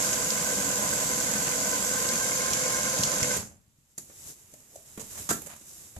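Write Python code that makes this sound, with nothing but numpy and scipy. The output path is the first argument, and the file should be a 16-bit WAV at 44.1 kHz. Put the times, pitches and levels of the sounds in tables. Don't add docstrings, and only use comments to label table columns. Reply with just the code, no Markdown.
import sys
import numpy as np
from scipy import signal
from scipy.fft import rfft, irfft, next_fast_len
from scipy.io import wavfile
from scipy.ndimage import uniform_filter1d, map_coordinates

SR = 44100
rng = np.random.default_rng(int(sys.argv[2]) if len(sys.argv) > 2 else 0)


def wav_out(sig):
    wavfile.write(sys.argv[1], SR, np.round(np.clip(np.atleast_2d(sig).T, -1, 1) * 32767).astype(np.int16))


N = 264149
TIME = np.arange(N) / SR

# (time [s], speed [turns/s])
SHAFT_SPEED = [(0, 45.45), (.22, 44.85), (.36, 45.28), (.58, 44.87), (1.76, 44.92), (1.95, 45.38),
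               (2.68, 46.12), (2.92, 45.62), (3.3, 45.05)]
# (multiple of the shaft rate, level at mean speed [dB],
# unsteadiness [0-1], flutter rate [1/s], throb depth [dB], level gained with speed [dB per turn/s])
MESH_TONES = [(4.44, -53, 0.6, 22, 0.5, -6.5), (4.71, -50, .7, 25, 1.5, -8),
              (6.16, -53, 0.83, 40, -0.5, -12), (10.36, -48.5, 1, 30, 0.5, 3),
              (11.1, -43.5, 0.15, 24, 2, 2.5), (11.64, -48.5, 0.18, 20, 0, 0.5),
              (12.96, -49, 0.8, 20, 1, 3.5), (14.24, -49.5, 0.83, 30, -4, -4.5),
              (16.07, -59.5, 0.7, 22, -5.5, -7), (21.92, -58.5, 1, 42, 2, 0.5),
              (22.67, -45.5, 0.16, 20, 0, 2.5), (23.32, -52, 0.9, 38, 0.5, 2.5), (31.8, -52, 0.8, 50, 3, 7),
              (33.87, -46, 0.27, 45, 2, 1.5), (34.4, -44.5, 0.97, 85, 1, 2), (36.3, -59.5, 0.9, 97, 5, 6),
              (45.7, -52.5, .98, 90, 7.5, 2), (47.24, -53.5, 1, 90, -2.5, 8), (48.3, -60, 0.8, 40, -2, 6)]
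# (frequency [Hz], relative level [dB per Hz])
GEARCASE_COLOUR = [(18, -46), (30, -28), (60, -9.5), (98, -9.5), (120, -3), (155, -4), (205, -2), (290, -4),
                   (385, -10.5), (507, -7.5), (590, -4), (670, -7), (755, -8.5), (922, -8.5), (1020, -10),
                   (1320, -9.5), (1550, -7.5), (1890, -12.5), (2130, -11.5), (3500, -19), (4550, -46),
                   (7700, -120)]
# (frequency [Hz], relative level [dB per Hz])
BRUSH_COLOUR = [(1500, -45), (2500, -17.5), (3600, -12.5), (4900, -8), (5500, -6.5), (6050, -3.5),
                (6500, 1), (6900, 0), (7500, -0.5), (7850, -2), (8150, -6), (8480, -11.5), (9100, -8),
                (10100, -11.5), (11600, -8), (12800, -14.5), (13600, -21), (14600, -55)]
# (time [s], share of the settled colour [0-1])
BRUSH_SETTLING = [(2.05, 0), (2.25, 1)]
# (frequency [Hz], relative level [dB])
HOLDER_RINGING = [(4950, -56.5), (5280, -54.5), (5780, -52), (6270, -50.5), (6550, -43), (6980, -45),
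                  (7270, -43), (7700, -41)]
# (time [s], tick level before trims [dB], snap level [dB], snap pitch [Hz])
ROPE_TICKS = [(0.13, -16, -34.5, 2480), (.304, -14, -36, 4740), (1.202, -19, -46, 5460),
              (2.089, -16, -36, 4260), (2.534, -11.5, -41, 2680), (2.987, -17, -40, 4800),
              (3.035, -8.5, -33, 4400), (3.2295, -11.5, -30.5, 2250)]
# (frequency [Hz], relative level [dB per Hz])
TICK_COLOUR = [(1500, -33), (3000, 2), (3900, -2), (5400, 7.5), (7100, 12), (8500, -5), (12000, -4),
               (15000, -39)]
# (time [s], boom level [dB], punch level [dB], punch pitch [Hz])
THUDS = [(2.993, -33, -27, 190), (3.219, -31.5, -38, 124), (3.389, -35, -33, 151), (3.446, -51, -49, 140),
         (3.678, -65, -56.5, 110), (3.785, -66, -56, 130), (3.979, -54.5, -45, 170),
         (4.535, -61, -48.5, 230), (4.977, -54, -31, 217), (5.341, -48, -35, 240), (5.966, -45, -36.5, 85)]
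# (frequency [Hz], relative level [dB per Hz])
BOOM_COLOUR = [(25, -16), (60, -11), (110, 1), (160, -11), (230, 0.5), (400, -29), (900, -54)]
# (frequency [Hz], level [dB], t60 [s])
CLUNK_MODES = [(222, -36, 0.17), (338, -22, 0.014), (364, -41.5, .12), (680, -28.5, 0.03),
               (1352, -28.5, .07), (1580, -38, .06)]
# (time [s], body level [dB], click
# level [dB], contact time [s], hollow pitch [Hz], brightness of the click [dB per octave], left minus right
# [dB])
KNOCKS = [(3.366, -35.5, -30.5, 0.0073, 443, 0, -5), (3.979, -48, -33.5, 0.0065, 380, 0, 1),
          (4.097, -54.5, -63, 0.0082, 477, 0, -3), (4.537, -55, -47.5, 0.0046, 570, 3, 5),
          (4.602, -65, -55, .003, 600, 0, 8), (4.9745, -42, -44, 0.0065, 410, 5, 0),
          (4.995, -47.5, -41, 0.023, 480, -3.5, -4), (5.2905, -32.5, -26, 0.0095, 1390, -4.5, -2),
          (5.304, -31.5, -25, 0.011, 1570, -1.5, -0.5), (5.419, -50, -38, 0.00225, 420, 11, -2.5),
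          (5.461, -49, -41.5, .013, 530, 3.5, -3), (5.534, -49.5, -48, 0.0044, 690, -13, 1),
          (5.563, -55, -47, .002, 1200, 3, -2), (5.612, -58.5, -53, 0.011, 302, 0, 0),
          (5.964, -45.5, -50, 0.0034, 620, -2, -1)]
# (frequency [Hz], relative level [dB per Hz])
BODY_COLOUR = [(100, -4), (220, 1), (350, -6), (650, -3.5), (1500, -8), (2100, -9.5), (4000, -15.5),
               (7000, -37)]
# (frequency [Hz], relative level [dB per Hz])
CLICK_COLOUR = [(1500, -25), (4000, -14.5), (5500, -9), (6800, 2.5), (7600, 0.5), (8600, -7.5),
                (12000, -4.5), (14500, -25)]
# (time of the peak [s], body level [dB], grit level [dB], rise [s], fall [s],
# pitch [Hz], width [octaves])
SCUFFS = [(4.32, -59.5, -53, 0.021, .01, 378, 0.52), (4.763, -48.5, -48.5, 0.018, 0.0079, 500, 0.53),
          (5.192, -47, -43, 0.043, .0078, 700, 1.5), (5.513, -48, -48, .034, 0.026, 1200, 1.05)]
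# (time of the peak [s], swish level [dB], flap level [dB],
# rise [s], fall [s], left minus right [dB])
STROKES = [(4.305, -43, -55, 0.14, .036, 3.5), (5.21, -40.5, -50, 0.2, 0.17, 0),
           (5.76, -47, -58, 0.18, 0.23, 1)]
# (frequency [Hz], relative level [dB per Hz])
SWISH_COLOUR = [(1180, -24), (2000, -17), (2210, -28), (3800, -8), (4240, -11.5), (7290, 3.5), (9210, -5.5),
                (11600, -0.5), (14000, -14), (14700, -29.5)]
# (frequency [Hz], relative level [dB per Hz])
FLAP_COLOUR = [(25, -6), (80, 6), (200, -1), (470, -5), (900, -11), (3000, -11), (4500, -39)]
# (frequency [Hz], t60 [s])
WORKSHOP_T60 = [(100, 0.67), (300, 0.31), (1500, 0.23), (5500, 0.3), (7500, 0.3), (9500, 0.35),
                (14000, 0.3)]
# (frequency [Hz], relative level [dB per Hz])
QUIET_COLOUR = [(20, -8), (60, 7), (130, 2), (300, -10), (700, -15), (3300, -16), (5000, -17),
                (7200, -32.5), (9000, -21), (14700, -33)]
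# (frequency [Hz], left-right correlation [-1 to 1])
PORT_LIKENESS = [(30, 0.18), (130, 1), (290, 0.72), (630, 0.6), (1400, -0.13), (6500, 0.16), (14000, -0.25)]
# (frequency [Hz], left minus right [dB])
PORT_BALANCE = [(250, 1), (520, -0.5), (800, -3.5), (1030, -7.5), (1350, -2), (2600, -2), (3900, -1),
                (5000, 1), (6500, 1), (7500, -6), (9800, -2), (12000, -6.5), (13500, -12)]

OFF_S, BRAKE_TURNS_PER_S2 = 3.353, 14
SURGE_DB, SURGE_S = 4, 0.045
PLAY_TURNS = .0007
THROB_PER_TURN = 2 / 3
RUMBLE_DB, RUMBLE_ROOM_DB = -37, -10.5
STRAIN_DB = 0.06
COAST_HZ = 650
SETTLED = .975
KICK_DB, FAR_KICK_DB = 11, 3
KICK_AT, FAR_KICK_AT, KICK_TURNS = .115, .44, .125
RASP_DB, RASP_HZ, RASP_OCTAVES = -48.5, 2460, 0.59
RASP_CLUMP_DB, RASP_GRAIN_DB = 4, 3.5
THUD_CONTACT_S = 0.0071
ROOM_MODE_HZ, ROOM_MODE_DB, ROOM_MODE_T60 = 209, -20.5, .3
CLUNK_S, CLUNK_ATTACK_S = 5.3112, 0.00066
RATTLE_S, RATTLE_DB, RATTLE_CLICK_DB, RATTLE_HZ = 5.328, -46, -31, 237
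RATTLE_GAP_S, RATTLE_LOSS_DB, RATTLE_CLICK_LOSS_DB, RATTLE_CONTACT_S = 0.027, 4.5, 27, 0.0115
FLOOR_PAN_DB = 1
STIR_S, STIR_RISE_S = 3.95, 0.055
STILL_DB, STIR_DB = -73, -57.5
UNEVEN_DB, FLAP_UNDER_DB = .9, 7
BUMP_ROOM_DB = -5.5
TOP_HZ = 14800


def shaft_turns():
    speed = curves(SHAFT_SPEED)[0] - BRAKE_TURNS_PER_S2 * np.clip(TIME - OFF_S, 0, 1)
    return np.cumsum(speed) / SR


def run_down(t60):
    return amp(-60 * np.clip(TIME - OFF_S, 0, 1) / t60)


def whine(turns, backlash_db=1.46):
    speed = curves(SHAFT_SPEED)[0]
    extra = speed - speed.mean()
    bind = np.cos(2 * np.pi * THROB_PER_TURN * turns) + np.cos(2 * np.pi * turns) / 2
    gear_turns = turns + PLAY_TURNS * wobble(20)
    gears = np.zeros((2, N))
    for multiple, db, unsteady, rate, throb_db, speed_db in MESH_TONES:
        throb = unit(amp(throb_db * bind))
        gears += amp(db + speed_db * extra) * throb * tone(gear_turns, multiple, unsteady, rate)
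    return gears * unit(amp(backlash_db * wobble(32.14))) * run_down(t60=0.19)


def tone(turns, multiple, unsteady, flutter_rate):
    share = np.clip(unsteady, 0, 1)
    random_part = wobble(flutter_rate) + 1j * wobble(flutter_rate)
    flutter = np.sqrt(1 - share) + np.sqrt(share / 2) * random_part
    lag = np.arccos(np.clip(along(PORT_LIKENESS, multiple * SHAFT_SPEED[0][1]), -1, 1)) / 2
    port_phase = np.exp(1j * np.array([[lag], [-lag]]))
    return np.sqrt(2) * np.real(flutter * np.exp(2j * np.pi * multiple * turns) * port_phase)


def rumble(turns, level_db, teeth=11.375, scatter_db=3):
    tooth = (turns * teeth).astype(int)
    force = amp(scatter_db * rng.standard_normal(N // 32))[tooth]
    case = coloured(force * rng.standard_normal((2, N)), GEARCASE_COLOUR)
    low = filtered(case, lambda hz: 1 / (1 + (hz / COAST_HZ) ** 4))
    return amp(level_db) * (low * run_down(t60=0.46) + (case - low) * run_down(t60=0.36))


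def strain_db():
    slowing = -np.gradient(curves(SHAFT_SPEED)[0]) * SR
    return STRAIN_DB * uniform_filter1d(slowing, SR // 3)


def brushes(turns, surge_db, count=16, repeat=0.1, slip=0.00086, spark_db=1, edge_db=5):
    track = rng.standard_normal((2, 1024))
    angle = (turns + slip * wobble(12)) % 1 * track.shape[1]
    scrape = np.array([map_coordinates(side, [angle], mode="grid-wrap") for side in track])
    share = np.clip(repeat, 0, 1)
    friction = np.sqrt(share) * scrape + np.sqrt(1 - share) * rng.standard_normal((2, N))
    bar, across = (turns * count).astype(int), turns * count % 1
    sparks_db = spark_db * rng.standard_normal(N // 32)[bar]
    bursts = friction * amp(kick_db(turns) + sparks_db - edge_db * across)
    late = curves(BRUSH_SETTLING)[0]
    lower = [(hz * SETTLED, db) for hz, db in BRUSH_COLOUR]
    hiss = (1 - late) * coloured(bursts, BRUSH_COLOUR) + late * coloured(bursts, lower)
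    hiss = hiss * amp(surge_db) * run_down(t60=0.13)
    return amp(-35.1) * hiss + amp(-31.1) * workshop(hiss)


def kick_db(turns):
    jump = lambda at: np.exp(-((turns - at) % 1) / KICK_TURNS)
    return KICK_DB * jump(KICK_AT) + FAR_KICK_DB * jump(FAR_KICK_AT)


def squeal(turns, squeal_db=1, width_hz=75):
    bands = lambda hz: sum(amp(db) / (1 + ((hz - centre) / width_hz) ** 2) for centre, db in HOLDER_RINGING)
    ring = filtered(rng.standard_normal((2, N)), bands)
    clock = np.cumsum(1 - (1 - SETTLED) * curves(BRUSH_SETTLING)[0])
    ring = unit(np.array([map_coordinates(side, [clock], mode="nearest") for side in ring]))
    level = np.linalg.norm([amp(db) for _, db in HOLDER_RINGING])
    return amp(squeal_db) * level * ring * unit(amp(kick_db(turns))) * run_down(t60=0.38)


def rope(snap_octaves=0.18):
    tick, snap = np.zeros(N), np.zeros((2, N))
    for s, tick_db, snap_db, pitch_hz in ROPE_TICKS:
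        tick += amp(tick_db - 7.5) * blow(s, 0.00045, t60=0.0066, attack=.0001)
        tick += amp(tick_db - 16.5) * blow(s, 0.0065, t60=0.021)
        span = around(s)
        envelope = blow(s, 0.0041, t60=0.013)[span]
        pitched = band(rng.standard_normal((2, len(envelope))), pitch_hz, snap_octaves)
        snap[:, span] += amp(snap_db) * envelope * pitched
    return tick * noise(TICK_COLOUR) + snap


def rasps():
    catches = unit(amp(RASP_CLUMP_DB * wobble(28.07) + RASP_GRAIN_DB * wobble(600)))
    rub = band(catches * rng.standard_normal((2, N)), RASP_HZ, RASP_OCTAVES)
    return amp(RASP_DB) * rub * run_down(t60=0.11)


def thuds(punch_cycles=4.2):
    boom, punch, ring = np.zeros((3, N))
    for s, boom_db, punch_db, hz in THUDS:
        boom += amp(boom_db) * blow(s, THUD_CONTACT_S, t60=0.058, attack=0.0038)
        push = blow(s, .5 / hz, t60=punch_cycles / hz, attack=0.00062)
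        punch += amp(punch_db) * swing(s, hz) * push
        swell = blow(s, 0.035, t60=ROOM_MODE_T60, attack=0.037)
        ring += amp(punch_db + ROOM_MODE_DB) * swing(s, ROOM_MODE_HZ) * swell
    return boom * noise(BOOM_COLOUR) + punch + ring


def clunk():
    return sum(amp(db) * swing(CLUNK_S, hz) * blow(CLUNK_S, 1 / hz, t60=t60, attack=CLUNK_ATTACK_S)
               for hz, db, t60 in CLUNK_MODES)


def knocks(ring_db=12, ring_octaves=0.27):
    out = np.zeros((2, N))
    dull, sharp = noise(BODY_COLOUR), noise(CLICK_COLOUR) * unit(amp(1.5 * wobble(700)))
    for s, body_db, click_db, contact, pitch_hz, tilt_db, pan_db in list(KNOCKS) + rattle():
        span = around(s)
        hollow = lambda hz: amp(ring_db * np.exp(-.5 * (np.log2((hz + 1) / pitch_hz) / ring_octaves) ** 2))
        tilted = lambda hz: amp(tilt_db * np.log2(np.maximum(hz / CLICK_COLOUR[0][0], 1)))
        body = blow(s, contact, t60=0.054)[span] * unit(filtered(dull[:, span], hollow))
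        click = blow(s, contact, t60=0.026)[span] * unit(filtered(sharp[:, span], tilted))
        out[:, span] += panned(pan_db) * (amp(body_db) * body + amp(click_db) * click)
    return out


def rattle(count=6, scatter_octaves=0.57):
    slip, detune = rng.uniform(-1.6, 1, (count, 2)).T
    k = np.arange(count)
    times = RATTLE_S + RATTLE_GAP_S * (k + 0.17 * slip)
    body_db = RATTLE_DB - RATTLE_LOSS_DB * k
    click_db = RATTLE_CLICK_DB - RATTLE_CLICK_LOSS_DB * k
    pitch_hz = RATTLE_HZ * 2 ** (scatter_octaves * detune)
    contact, pan_db = np.full(count, RATTLE_CONTACT_S), np.full(count, FLOOR_PAN_DB)
    return list(zip(times, body_db, click_db, contact, pitch_hz, np.zeros(count), pan_db))


def scuffs(catch_db=4, catch_rate=350):
    out = np.zeros((2, N))
    rub, grit = spread(rng.standard_normal((2, N))), noise(CLICK_COLOUR)
    catches = unit(amp(catch_db * wobble(catch_rate)))
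    for s, body_db, grit_db, rise, fall, pitch_hz, octaves in SCUFFS:
        span = around(s)
        stroke = np.exp(np.minimum((TIME[span] - s) / rise, (s - TIME[span]) / fall))
        body = band(catches[span] * rub[:, span], pitch_hz, octaves)
        out[:, span] += stroke * (amp(body_db) * body + amp(grit_db) * catches[span] * grit[:, span])
    return out


def clothes(grain_db=1.0):
    faint = amp(STILL_DB + (STIR_DB - STILL_DB) * np.clip((TIME - STIR_S) / STIR_RISE_S, 0, 1))
    swish, flap = faint, faint * amp(-FLAP_UNDER_DB)
    for s, swish_db, flap_db, rise, fall, pan_db in STROKES:
        stroke = panned(pan_db) * np.exp(np.minimum((TIME - s) / rise, (s - TIME) / fall))
        swish = np.hypot(swish, amp(swish_db) * stroke)
        flap = np.hypot(flap, amp(flap_db) * stroke)
    catches = unit(amp(grain_db * wobble(400)))
    return amp(UNEVEN_DB * wobble(25)) * (swish * catches * noise(SWISH_COLOUR) + flap * noise(FLAP_COLOUR))


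def workshop(x):
    hz, t, z = signal.stft(rng.standard_normal((2, SR * 3 // 4)), SR, nperseg=256)
    decay = amp(-60 * t / along(WORKSHOP_T60, hz)[:, None])
    tail = spread(signal.istft(z * decay, SR, nperseg=256)[1])
    tail = np.pad(tail / np.linalg.norm(tail[0]), ((0, 0), (SR // 200, 0)))
    return signal.fftconvolve(x, tail, axes=1)[:, :N]


def quiet_room():
    return amp(-72) * noise(QUIET_COLOUR)


def amp(db):
    return 10 ** (np.asarray(db) / 20)


def unit(x):
    return x / np.sqrt(np.mean(np.abs(x) ** 2) + 1e-20)


def along(points, hz):
    f, v = np.transpose(points)
    return np.interp(np.log(hz + 1), np.log(f + 1), v)


def curves(rows):
    s, *cols = np.transpose(rows)
    return [np.interp(TIME, s, c) for c in cols]


def wobble(rate):
    return unit(map_coordinates(rng.standard_normal(int(N * rate / SR) + 4), [TIME * rate]))


def filtered(x, response):
    size = x.shape[-1]
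    m = next_fast_len(size + 8192)
    return irfft(rfft(x, m) * response(np.fft.rfftfreq(m, 1 / SR)), m)[..., :size]


def spread(pair):
    turn = lambda hz: np.arccos(np.clip(along(PORT_LIKENESS, hz), -1, 1)) / 2
    mid, side = filtered(pair, lambda hz: np.array([np.cos(turn(hz)), np.sin(turn(hz))]))
    return np.array([mid + side, mid - side])


def coloured(pair, spectrum):
    return unit(filtered(spread(pair), lambda hz: amp(along(spectrum, hz))))


def noise(spectrum):
    return coloured(rng.standard_normal((2, N)), spectrum)


def band(x, centre_hz, octaves):
    return unit(filtered(x, lambda hz: np.exp(-.5 * (np.log2((hz + 1) / centre_hz) / octaves) ** 2)))


def swing(start, hz):
    return np.sin(2 * np.pi * hz * (TIME - start))


def blow(start, contact, t60, attack=0.000066):
    age = np.maximum(TIME - start, 0)
    decay_db = np.maximum(-60 * np.maximum(age - contact, 0) / t60, -200)
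    return (1 - np.exp(-age / attack)) * amp(decay_db)


def around(s):
    return slice(max(int(s * SR) - SR // 10, 0), int(s * SR) + SR // 5)


def panned(db):
    return amp(db * np.array([[.5], [-.5]]))


def scene():
    turns = shaft_turns()
    surge_db = SURGE_DB * np.exp(-TIME / SURGE_S)
    case = rumble(turns, RUMBLE_DB + surge_db + strain_db())
    winch = whine(turns) + squeal(turns) + brushes(turns, surge_db)
    winch = winch + case + amp(RUMBLE_ROOM_DB) * workshop(case)
    ticks = rope() + rasps()
    bumps = thuds() + clunk() + knocks() + scuffs() * panned(FLOOR_PAN_DB)
    room = amp(BUMP_ROOM_DB) * (workshop(ticks) + workshop(bumps))
    return winch + ticks + bumps + room + clothes() + quiet_room()


def record(dry):
    return filtered(dry, lambda hz: panned(along(PORT_BALANCE, hz)) * (hz < TOP_HZ))


dry = scene()
out = record(dry)
wav_out(out)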